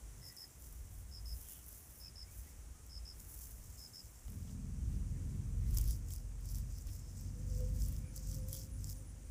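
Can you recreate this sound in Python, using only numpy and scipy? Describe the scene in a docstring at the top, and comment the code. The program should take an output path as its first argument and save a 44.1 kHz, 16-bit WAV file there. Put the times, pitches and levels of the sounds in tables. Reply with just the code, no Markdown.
"""An insect chorus hisses over distant rumble, and a cricket chirps in pairs: falling tones with echoes.
Close by, a knife saws and clicks through raw meat on a wooden board on a lawn: gritty friction noise
and short noise bursts excite shared resonances. The scene then jumps to a later moment: the cricket is
gone, a far engine drones in harmonic orders with a gear whine, and small insects buzz high up."""
import sys
import numpy as np
from scipy import signal
from scipy.fft import rfft, irfft
from scipy.io import wavfile
from scipy.ndimage import uniform_filter1d

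SR = 44100
rng = np.random.default_rng(int(sys.argv[2]) if len(sys.argv) > 2 else 0)


def convert_level_to_amplitude(level_db):
    """Map a level in decibels to its linear amplitude factor."""
    exponent = np.asarray(level_db, float) / 20
    return 10 ** exponent


def bounce(signal):
    """Save signal as a 16-bit WAV file at the path given by the first command-line argument."""
    frames = np.transpose(np.atleast_2d(signal))
    limited = np.clip(frames, -1, 1)
    pcm = np.round(limited * 32767).astype(np.int16)
    wavfile.write(sys.argv[1], SR, pcm)


N = 410218
T = np.arange(N) / SR
JUMP_S = 4.281  # the scene jumps to a later moment


def unit(x):
    """Normalization: scale to rms 1."""
    return x / np.sqrt(np.mean(x ** 2))


def shape(x, points):
    """Minimum-phase filtering by (Hz, dB) points; the power of white noise is kept."""
    hz, db = np.transpose(points)
    grid_hz = np.linspace(1, SR / 2, 4097)
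    log_gain = np.interp(np.log(grid_hz), np.log(hz), db) * np.log(10) / 20
    # folding the cepstrum onto positive times makes the response causal
    cepstrum = irfft(log_gain)
    cepstrum[1:4096] *= 2
    cepstrum[4097:] = 0
    response = irfft(np.exp(rfft(cepstrum)))
    return signal.fftconvolve(x, response / np.linalg.norm(response))[:N]


def curves(table):
    """Linear interpolation: columns of a table joined by straight lines in time."""
    s, *columns = np.transpose(table)
    return [np.interp(T, s, column) for column in columns]


def walk(rate_hz):
    """Slow random modulation: levels held for 1 / rate, smoothed twice, rms 1."""
    hold = int(SR / rate_hz)
    held = np.repeat(rng.standard_normal(N // hold + 1), hold)
    return unit(uniform_filter1d(uniform_filter1d(held, hold), hold)[:N])


def add(out, s, piece):
    """Superposition: mix a piece in at time s."""
    i = int(s * SR)
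    out[i:i + len(piece)] += piece[:N - i]


# low rumble before and after the jump: start_s, deep_level_db, upper_level_db
RUMBLE_LEVELS = [
    [(0.0, -54, -73), (0.13, -50, -57.5), (0.39, -74, -68.5), (0.53, -55, -60), (1.38, -47, -62),
     (1.49, -58, -74), (2.12, -57.5, -58), (2.15, -52, -87), (2.47, -50, -58), (2.53, -57, -82),
     (2.58, -53, -64), (3.65, -51, -61.5), (3.98, -68, -66.5), (4.05, -52.5, -60), (4.14, -61, -72),
     (4.27, -49, -60)],
    [(4.29, -51, -45.5), (4.75, -62, -51), (4.86, -47, -43), (4.93, -38, -40.5), (5.0, -44, -45),
     (5.07, -56, -48.5), (5.35, -44, -42.5), (5.49, -52, -51), (5.77, -34.5, -43.5), (5.91, -39, -46),
     (5.99, -56, -51), (6.47, -59, -53), (6.58, -41, -51.5), (6.83, -60, -52.5), (6.89, -30, -51),
     (6.94, -65, -53), (7.29, -56, -55), (7.36, -50, -48), (7.75, -43, -49.5), (7.95, -38, -50),
     (8.07, -53, -49.5), (8.4, -51, -50.5), (8.87, -51, -50.5), (9.16, -60, -60), (9.27, -46, -55)],
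]
# spectra of the deep and the upper rumble: frequency_hz, density_db
DEEP_SPECTRUM = [(12, -40), (22, -8), (40, -2), (58, 9.5), (72, -1), (100, -7), (140, -52)]
UPPER_SPECTRUM = [(50, -27), (85, 2), (130, -7.5), (200, -17.5), (300, -23), (400, -35.5), (600, -63)]


def rumble(later):
    """Band-shaped noise: two low bands whose levels vary independently."""
    before, after = (np.array(curves(part)) for part in RUMBLE_LEVELS)
    deep_db, upper_db = np.where(later, after, before)
    deep_gain = convert_level_to_amplitude(deep_db + 0.93 * walk(8.2))
    upper_gain = convert_level_to_amplitude(upper_db + 1.7 * walk(11.))
    deep = deep_gain * shape(rng.standard_normal(N), DEEP_SPECTRUM)
    upper = upper_gain * shape(rng.standard_normal(N), UPPER_SPECTRUM)
    return deep + upper


# spectra of air, leaves and insect chorus before and after the jump: frequency_hz, density_db
AIR_SPECTRA = ([(76, -21), (130, -3), (190, -10), (670, -19), (1110, -21.5), (2070, -24), (4200, -30.5),
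               (5000, -27), (5800, -20.5), (7800, -20), (10400, -21), (11000, -28), (15000, -28),
               (15900, -30)], [(150, -24), (250, -1), (380, -13), (480, -11), (670, -17), (1270, -20),
               (2400, -23), (4300, -29.5), (5300, -26), (5950, -18), (8900, -19), (10500, -23),
               (11100, -28), (15900, -30)])
# level of that hiss before and after the jump: level_db
AIR_LEVELS = -63, -63.5


def air(later):
    """Stationary colored noise: air, leaves and insect chorus merge into one gently swelling hiss."""
    swell = convert_level_to_amplitude(.5 * walk(3.))
    before, after = [swell * convert_level_to_amplitude(level_db) * shape(rng.standard_normal(N), spectrum)
                     for spectrum, level_db in zip(AIR_SPECTRA, AIR_LEVELS)]
    return np.where(later, after, before)


# far engine: start_s, cycle_rate_hz, level_db, odd_orders_db, tilt_db (per order)
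ENGINE_CURVES = [(4.29, 20.93, -56.5, -1, -1.5), (4.6, 20.87, -51.5, -3.5, -0.5),
                 (4.85, 20.94, -45, 1.5, -2.5), (5.35, 21.48, -50.5, -5.5, -1.54),
                 (5.6, 21.71, -39.5, -1, -3), (6.1, 22.31, -48, 3, -4), (6.35, 22.85, -45.5, -5, -5.5),
                 (6.6, 22.86, -46, -4.5, -2), (6.85, 23.05, -51, 0.5, -4), (7.15, 23.02, -52, -3.5, -2),
                 (7.35, 23.4, -46.5, -7, -2), (7.6, 23.45, -40, -12, -3), (7.85, 23.84, -44.5, -5.5, -2),
                 (8.1, 23.78, -48.5, -4.5, -3), (8.35, 24.2, -41.5, -13, -3), (8.6, 24.61, -53, -10, -2.5),
                 (8.85, 24.41, -49.5, -6.5, -3), (9.3, 24.27, -54.5, -2.5, -3.5)]
# exhaust color of orders 2 to 12, one value each: level_db
FIRING_COLOR = [0.5, 0.5, 1.5, 1.5, 0, -2, -3.5, 1.5, 0.5, -6, -1.5]


def engine_drone(phase):
    """Harmonic series of uneven firings; turbulent air lets each order swell and drift alone."""
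    _, db, odd_db, tilt_db = curves(ENGINE_CURVES)
    drone = np.zeros(N)
    for order, firing_db in enumerate(FIRING_COLOR, 2):
        order_db = db + firing_db + (order % 2) * odd_db + (order - 2) * tilt_db
        order_db = order_db + 0.72 * walk(2.387)
        drift = 0.35 * walk(2.59) + 2 * np.pi * rng.random()
        drone += np.sqrt(2) * convert_level_to_amplitude(order_db) * np.sin(order * phase + drift)
    return drone


# gear whine: start_s, level_db
WHINE_LEVELS = [(4.29, -78), (5.1, -73), (6.4, -77), (7.1, -79), (7.3, -65.5), (7.48, -66), (7.62, -52),
                (7.76, -63.5), (7.84, -69.5), (8.26, -69), (8.33, -63), (8.58, -59.5), (8.68, -69),
                (8.82, -77), (9.0, -66.5), (9.08, -80), (9.3, -71)]


def gear_whine(phase):
    """Gear-mesh tone: a fixed multiple of the engine cycle, wobbling in phase and level."""
    mesh_order = 21.45  # whine cycles per engine cycle
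    level_db, = curves(WHINE_LEVELS)
    level_db = level_db + 2.8 * walk(25.) + 1.3 * walk(8.)
    wobble = 1.1 * walk(30.) + 0.37 * walk(200.)
    return np.sin(mesh_order * phase + wobble) * convert_level_to_amplitude(level_db)


def engine():
    """Phase locking: drone and whine follow one engine cycle."""
    cycle_hz = curves(ENGINE_CURVES)[0]
    phase = 2 * np.pi * np.cumsum(cycle_hz) / SR
    return engine_drone(phase) + gear_whine(phase)


# faint sounds: calls of far birds and high insects, and a wide rustle at 1.4 s: start_s, length_s,
# start_pitch_hz, end_pitch_hz, width_hz, level_db
FAR_CALLS = [(0.19, 0.21, 1990, 1940, 197, -68.5), (0.376, 0.11, 1950, 1850, 300, -73),
             (1.4, .25, 3200, 2860, 1210, -69), (2.03, .07, 2550, 2499, 200, -72),
             (2.195, 0.19, 1880, 2690, 152, -73.5), (2.45, 0.064, 1970, 1940, 120, -74),
             (2.45, 0.086, 2150, 2190, 120, -75), (2.713, 0.13, 1260, 1250, 40, -75),
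             (5.1, 0.14, 1890, 2010, 402.3, -77), (5.584, 0.14, 2030, 1970, 500, -73),
             (6.853, 0.15, 5300, 5300, 594, -66), (6.95, .22, 5350, 5250, 510, -70),
             (7.979, 0.17, 2340, 2340, 300, -73.5), (8.04, 0.1, 9740, 9700, 600, -66),
             (8.37, 0.11, 9700, 9750, 600.3, -68), (8.68, .13, 9840, 9700, 391.8, -63.5),
             (8.93, .08, 9400, 9500, 500.4, -63.5), (8.956, 0.1, 8986, 8985, 498, -68),
             (9.04, 0.1, 9878, 9750, 600, -64.5), (9.2, 0.13, 8840, 9020, 597, -68)]


def far_calls():
    """Narrow-band modulation: gliding tones whose size and phase flutter as fast as their width."""
    out = np.zeros(N)
    for s, length_s, from_hz, to_hz, width_hz, db in FAR_CALLS:
        n = int(length_s * SR)
        flutter_at = np.arange(n) / SR * width_hz
        in_phase, quadrature = (np.interp(flutter_at, np.arange(300), flutter)
                                for flutter in rng.standard_normal((2, 300)))
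        phase = 2 * np.pi * np.cumsum(np.linspace(from_hz, to_hz, n)) / SR
        tone = in_phase * np.sin(phase) + quadrature * np.cos(phase)
        add(out, s, convert_level_to_amplitude(db) * np.hanning(n) ** .5 * tone)
    return out


# cricket chirps, in pairs: first_stroke_middle_s, level_db,
# first_stroke_db and last_stroke_db (both relative to the level)
CRICKET_CHIRPS = [(0.2195, -46, -11, -3), (.3735, -46.5, -2.5, 1.5), (1.1159, -42, -15, -16),
                  (1.2597, -49.5, 0, 2.5), (2.003, -47, -8, -1), (2.1597, -47, -3.5, 1),
                  (2.898, -46.5, -10, 0.5), (3.056, -45, -5, -8), (3.782, -46.5, -9, -1),
                  (3.9360, -46, -4.5, -2.5)]


def cricket():
    """Stridulation: each wing stroke is a short falling tone; strokes swell and fade through a chirp."""
    stroke_gap_s, from_hz, to_hz = .01145, 5570, 4754
    pitch_arch, pitch_sag = 0.019, 0.0065  # share the pitch arches over a chirp and sags to its end
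    out = np.zeros(N)
    n = int(0.0088 * SR)  # one stroke
    glide_hz = np.linspace(from_hz, to_hz, n)
    for chirp, (s, db, first_db, last_db) in enumerate(CRICKET_CHIRPS):
        strokes = 8 - chirp % 2  # the second chirp of a pair is one stroke shorter
        for k, (late, size, bend) in enumerate(rng.standard_normal((strokes, 3))):
            arch = pitch_arch * np.sin(np.pi * k / (strokes - 1))
            sag = pitch_sag * k / strokes
            hz = glide_hz * (1 + 0.0072 * bend + arch - sag)
            tone = np.sin(2 * np.pi * np.cumsum(hz) / SR) * np.hanning(n) ** 0.83
            swell_db = first_db * np.exp(-k / 3.1) + last_db * np.exp(k + 1 - strokes) + 0.76 * size
            start_s = s - .0045 + k * stroke_gap_s + 0.00018 * late
            add(out, start_s, tone * convert_level_to_amplitude(db + swell_db))
    return out + nearby_echo(out)


def nearby_echo(x):
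    """Diffuse reflection: things nearby return a decaying noise-like echo."""
    lag_s = np.arange(int(.06 * SR)) / SR
    echo = rng.standard_normal(len(lag_s)) * np.exp(-lag_s / .018) * (lag_s > .002)
    return convert_level_to_amplitude(-7.5) * signal.fftconvolve(x, echo / np.linalg.norm(echo))[:N]


# soft knocks and brushes on the board: start_s, level_db, decay_s
BOARD_KNOCKS = [(4.281, -55.5, .0015), (4.331, -59, 0.0024), (4.476, -63, .006), (4.494, -57, .002),
                (5.771, -57, .005), (5.79, -64, 0.024), (6.106, -60, .003), (7.6, -74, 0.041),
                (8.486, -65, 0.0031)]
# resonances of the board: frequency_hz, density_db
BOARD_SPECTRUM = [(150, -10), (400, -8), (1000, -4), (2000, -14), (3200, -3.5), (4500, -13), (6500, -49)]


def board_knocks():
    """Impact excitation: decaying noise bursts ring the wooden board."""
    out, t = np.zeros(N), np.arange(3000) / SR
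    for s, db, decay_s in BOARD_KNOCKS:
        add(out, s, convert_level_to_amplitude(db) * rng.standard_normal(len(t)) * np.exp(-t / decay_s))
    return shape(out, BOARD_SPECTRUM)


# strokes of the blade: most_pressure_s, rise_s, fall_s, bright_hiss_db, dull_hiss_db
BLADE_STROKES = [(.40, .25, .11, -57, -65), (.70, 0.16, .18, -57.5, -68), (.96, 0.086, 0.093, -59.5, -68.5),
                 (1.52, 0.39, 0.15, -54, -65.5), (1.72, 0.14, 0.3, -56.5, -66),
                 (1.95, .3, 0.17, -59.5, -78), (2.39, 0.13, 0.17, -58, -66.5), (2.87, .04, .07, -71, -75),
                 (3.27, 0.12, 0.48, -54.5, -66.5), (3.5, 0.36, 0.065, -57, -64.5),
                 (3.78, 0.4, 0.63, -62.5, -65.5), (4.1, 0.15, .4, -69, -72), (4.3, .06, 0.18, -64, -76),
                 (4.48, 0.07, 0.1, -69, -70), (5.77, 0.1, 0.14, -54, -60), (5.9, 0.14, .09, -54.5, -58),
                 (6.13, 0.07, 0.085, -57.5, -61.5), (6.5, 0.088, 0.064, -59, -61.5),
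                 (6.56, 0.041, 0.065, -55, -59.5), (6.79, 0.18, 0.091, -65, -64.5),
                 (6.94, 0.13, .08, -62, -66), (7.22, 0.36, 0.13, -69, -67), (7.56, 0.21, 0.29, -64, -63),
                 (7.82, 0.088, 0.085, -55.5, -59), (7.88, .06, 0.078, -59, -67),
                 (7.95, .06, 0.084, -60.5, -63), (8.17, 0.043, 0.065, -61, -63),
                 (8.23, 0.065, .08, -70, -65), (8.33, 0.08, 0.096, -55.5, -59),
                 (8.54, 0.066, .11, -50, -54.5), (8.89, .12, 0.13, -59.5, -62)]


def stroke_levels():
    """Power addition: each stroke climbs to its peak and falls away; overlapping strokes sum in power."""
    drop_db, roundness = 15, 1.49  # fall over the rise or fall time; 1 = pointed top, 2 = rounded
    rest_db = np.array([[-95], [-77]])  # bright, dull: hands and meat rustle between strokes
    power = convert_level_to_amplitude(rest_db) ** 2 * np.ones(N)
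    for s, rise_s, fall_s, bright_db, dull_db in BLADE_STROKES:
        near = slice(max(int((s - 3 * rise_s) * SR), 0), int((s + 3 * fall_s) * SR))
        away = np.maximum((s - T[near]) / rise_s, (T[near] - s) / fall_s)
        fall_db = drop_db * away ** roundness
        power[0, near] += convert_level_to_amplitude(bright_db - fall_db) ** 2
        power[1, near] += convert_level_to_amplitude(dull_db - fall_db) ** 2
    return 10 * np.log10(power)


def friction():
    """Stick-slip friction of wet fibers: smooth noise plus dense tiny bursts of unequal size."""
    bursts_per_s, spread_db, smooth, tail_s = 250., 4.5, 1.55, 0.0019
    sizes = (rng.random(N) < bursts_per_s / SR) * convert_level_to_amplitude(spread_db * rng.standard_normal(N))
    gate = signal.lfilter([1], [1, -np.exp(-1 / (tail_s * SR))], sizes)
    grit = unit(rng.standard_normal(N) * (smooth + unit(gate)))
    return grit * convert_level_to_amplitude(2.27 * walk(30.))


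def small_snaps(bright_db, dull_db):
    """Poisson process: small snaps at random moments, stronger where the stroke is stronger."""
    snaps_per_s, above_hiss_db, scatter_db = 16, 17.5, 2.5
    snaps = []
    s = rng.exponential(1 / snaps_per_s)
    while s < T[-1]:
        extra_dull, extra_bright = above_hiss_db + scatter_db * rng.exponential(size=2)
        i = int(s * SR)
        snaps.append((s, dull_db[i] + extra_dull, bright_db[i] + extra_bright))
        s += rng.exponential(1 / snaps_per_s)
    return snaps


def snap_burst():
    """Impulsive release: a sharp noise burst of unit energy."""
    t = np.arange(400) / SR
    burst = rng.standard_normal(len(t)) * (1 - np.exp(-t / .0001)) * np.exp(-t / 0.00082)
    return burst / np.linalg.norm(burst)


# loud fiber snaps and blade ticks: start_s, dull_energy_db, bright_energy_db
LOUD_CLICKS = [(.3663, -38, -35), (.622, -37, -34), (0.726, -52, -33), (1.4866, -43, -25),
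               (1.5335, -50, -30), (1.6832, -44, -29), (2.8653, -50, -38), (3.1982, -34, -37),
               (3.202, -33, -36), (3.2491, -48, -39), (3.4397, -40, -36), (4.3018, -51, -31),
               (5.7088, -44, -35), (5.7462, -40, -24), (5.7696, -27, -28), (5.7728, -22.5, -18),
               (5.775, -27, -25), (5.7846, -23, -18), (5.811, -33, -32), (5.8137, -34, -23),
               (5.8411, -38, -28), (5.8777, -40, -26), (5.885, -38, -27), (5.9088, -31, -22.5),
               (6.1062, -36, -31), (6.1365, -34, -26), (6.1615, -38, -29), (6.4565, -40, -33),
               (6.4889, -34, -37), (6.5465, -31, -38), (6.556, -35, -31), (6.5844, -35, -31),
               (6.7852, -36, -38), (6.8702, -34, -36), (7.2108, -43, -37), (7.606, -36, -37),
               (7.8205, -27, -44), (7.851, -36, -36), (7.885, -48, -26), (7.925, -40, -32),
               (7.9649, -38, -38), (8.1624, -34, -27), (8.1771, -28, -33), (8.3146, -31, -40),
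               (8.345, -32, -32), (8.486, -36, -27), (8.5292, -30, -18), (8.531, -35, -33),
               (8.543, -31, -27), (8.55, -34, -26), (8.572, -36, -37), (8.8431, -29.5, -32),
               (8.893, -34, -41), (8.8982, -29.5, -27.5), (8.9079, -35, -31), (8.9153, -40, -32),
               (8.9279, -36, -35)]
# resonances of blade and meat, dull and bright: frequency_hz, density_db
DULL_SPECTRUM = [(3000, -30.5), (4300, -19.5), (5500, -6), (6300, -4.5), (7600, -1), (9000, -10),
                 (10500, -29.5)]
BRIGHT_SPECTRUM = [(7500, -29), (9000, -8), (10600, -3.5), (12200, -7.5), (14900, -3), (15700, -9.5),
                   (17000, -16.5)]
# spectra of the scrape on wood and of the crunch: frequency_hz, density_db
WOOD_SPECTRUM = [(3000, -35), (4100, -18), (4700, -4.5), (5300, -1), (6200, -1.5), (8000, -28.5)]
CRUNCH_SPECTRUM = [(1500, -19), (2500, -30), (3200, 8), (4000, -1.5), (4800, -27), (6000, -46)]


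def knife(later):
    """Source-filter principle: the blade hisses through fibers and snaps them; both ring the same resonances."""
    scrape_db, wood_snap_db = -4.5, -6  # scrape re dull hiss; wooden part of a snap re its dull part
    crunch_db, firm_db, crunch_slope = -75, -54.5, 2.2  # level at a firm bright hiss; dB per dB of it
    bright_db, dull_db = stroke_levels()
    rub_dull, rub_bright, rub_wood = friction(), friction(), friction()

    dull = rub_dull * convert_level_to_amplitude(dull_db)
    bright = (.5 * rub_dull + 0.48 * rub_bright) * convert_level_to_amplitude(bright_db)
    wood = rub_wood * convert_level_to_amplitude(dull_db + scrape_db)
    crunch = later * rub_wood * convert_level_to_amplitude(crunch_db + crunch_slope * (bright_db - firm_db))

    for s, dull_snap_db, bright_snap_db in LOUD_CLICKS + small_snaps(bright_db, dull_db):
        burst = snap_burst()
        add(wood, s, burst * convert_level_to_amplitude(dull_snap_db + wood_snap_db))
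        add(dull, s, burst * convert_level_to_amplitude(dull_snap_db))
        add(bright, s, burst * convert_level_to_amplitude(bright_snap_db))

    # scrape on wood and crunch sound only after the jump
    on_board = shape(later * wood, WOOD_SPECTRUM) + shape(crunch, CRUNCH_SPECTRUM)
    return on_board + shape(dull, DULL_SPECTRUM) + shape(bright, BRIGHT_SPECTRUM)


def scene():
    """Superposition of all sources; the engine is heard only after the jump."""
    later = T >= JUMP_S
    surroundings = rumble(later) + air(later) + later * engine() + far_calls() + cricket()
    return (surroundings + board_knocks() + knife(later))[None]


def top_cut(x):
    """Nothing passes above about 16.5 kHz."""
    return signal.sosfilt(signal.butter(12, 16470, fs=SR, output="sos"), x)


def record(dry):
    """Band limitation: a steep elliptic low-pass cuts the top."""
    low_pass = signal.ellip(10, .2, 60, 15500, fs=SR, output="sos")  # ripple 0.2 dB, stopband 60 dB
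    mix = signal.sosfilt(low_pass, dry)
    return top_cut(mix)


dry = scene()
out = record(dry)
bounce(out)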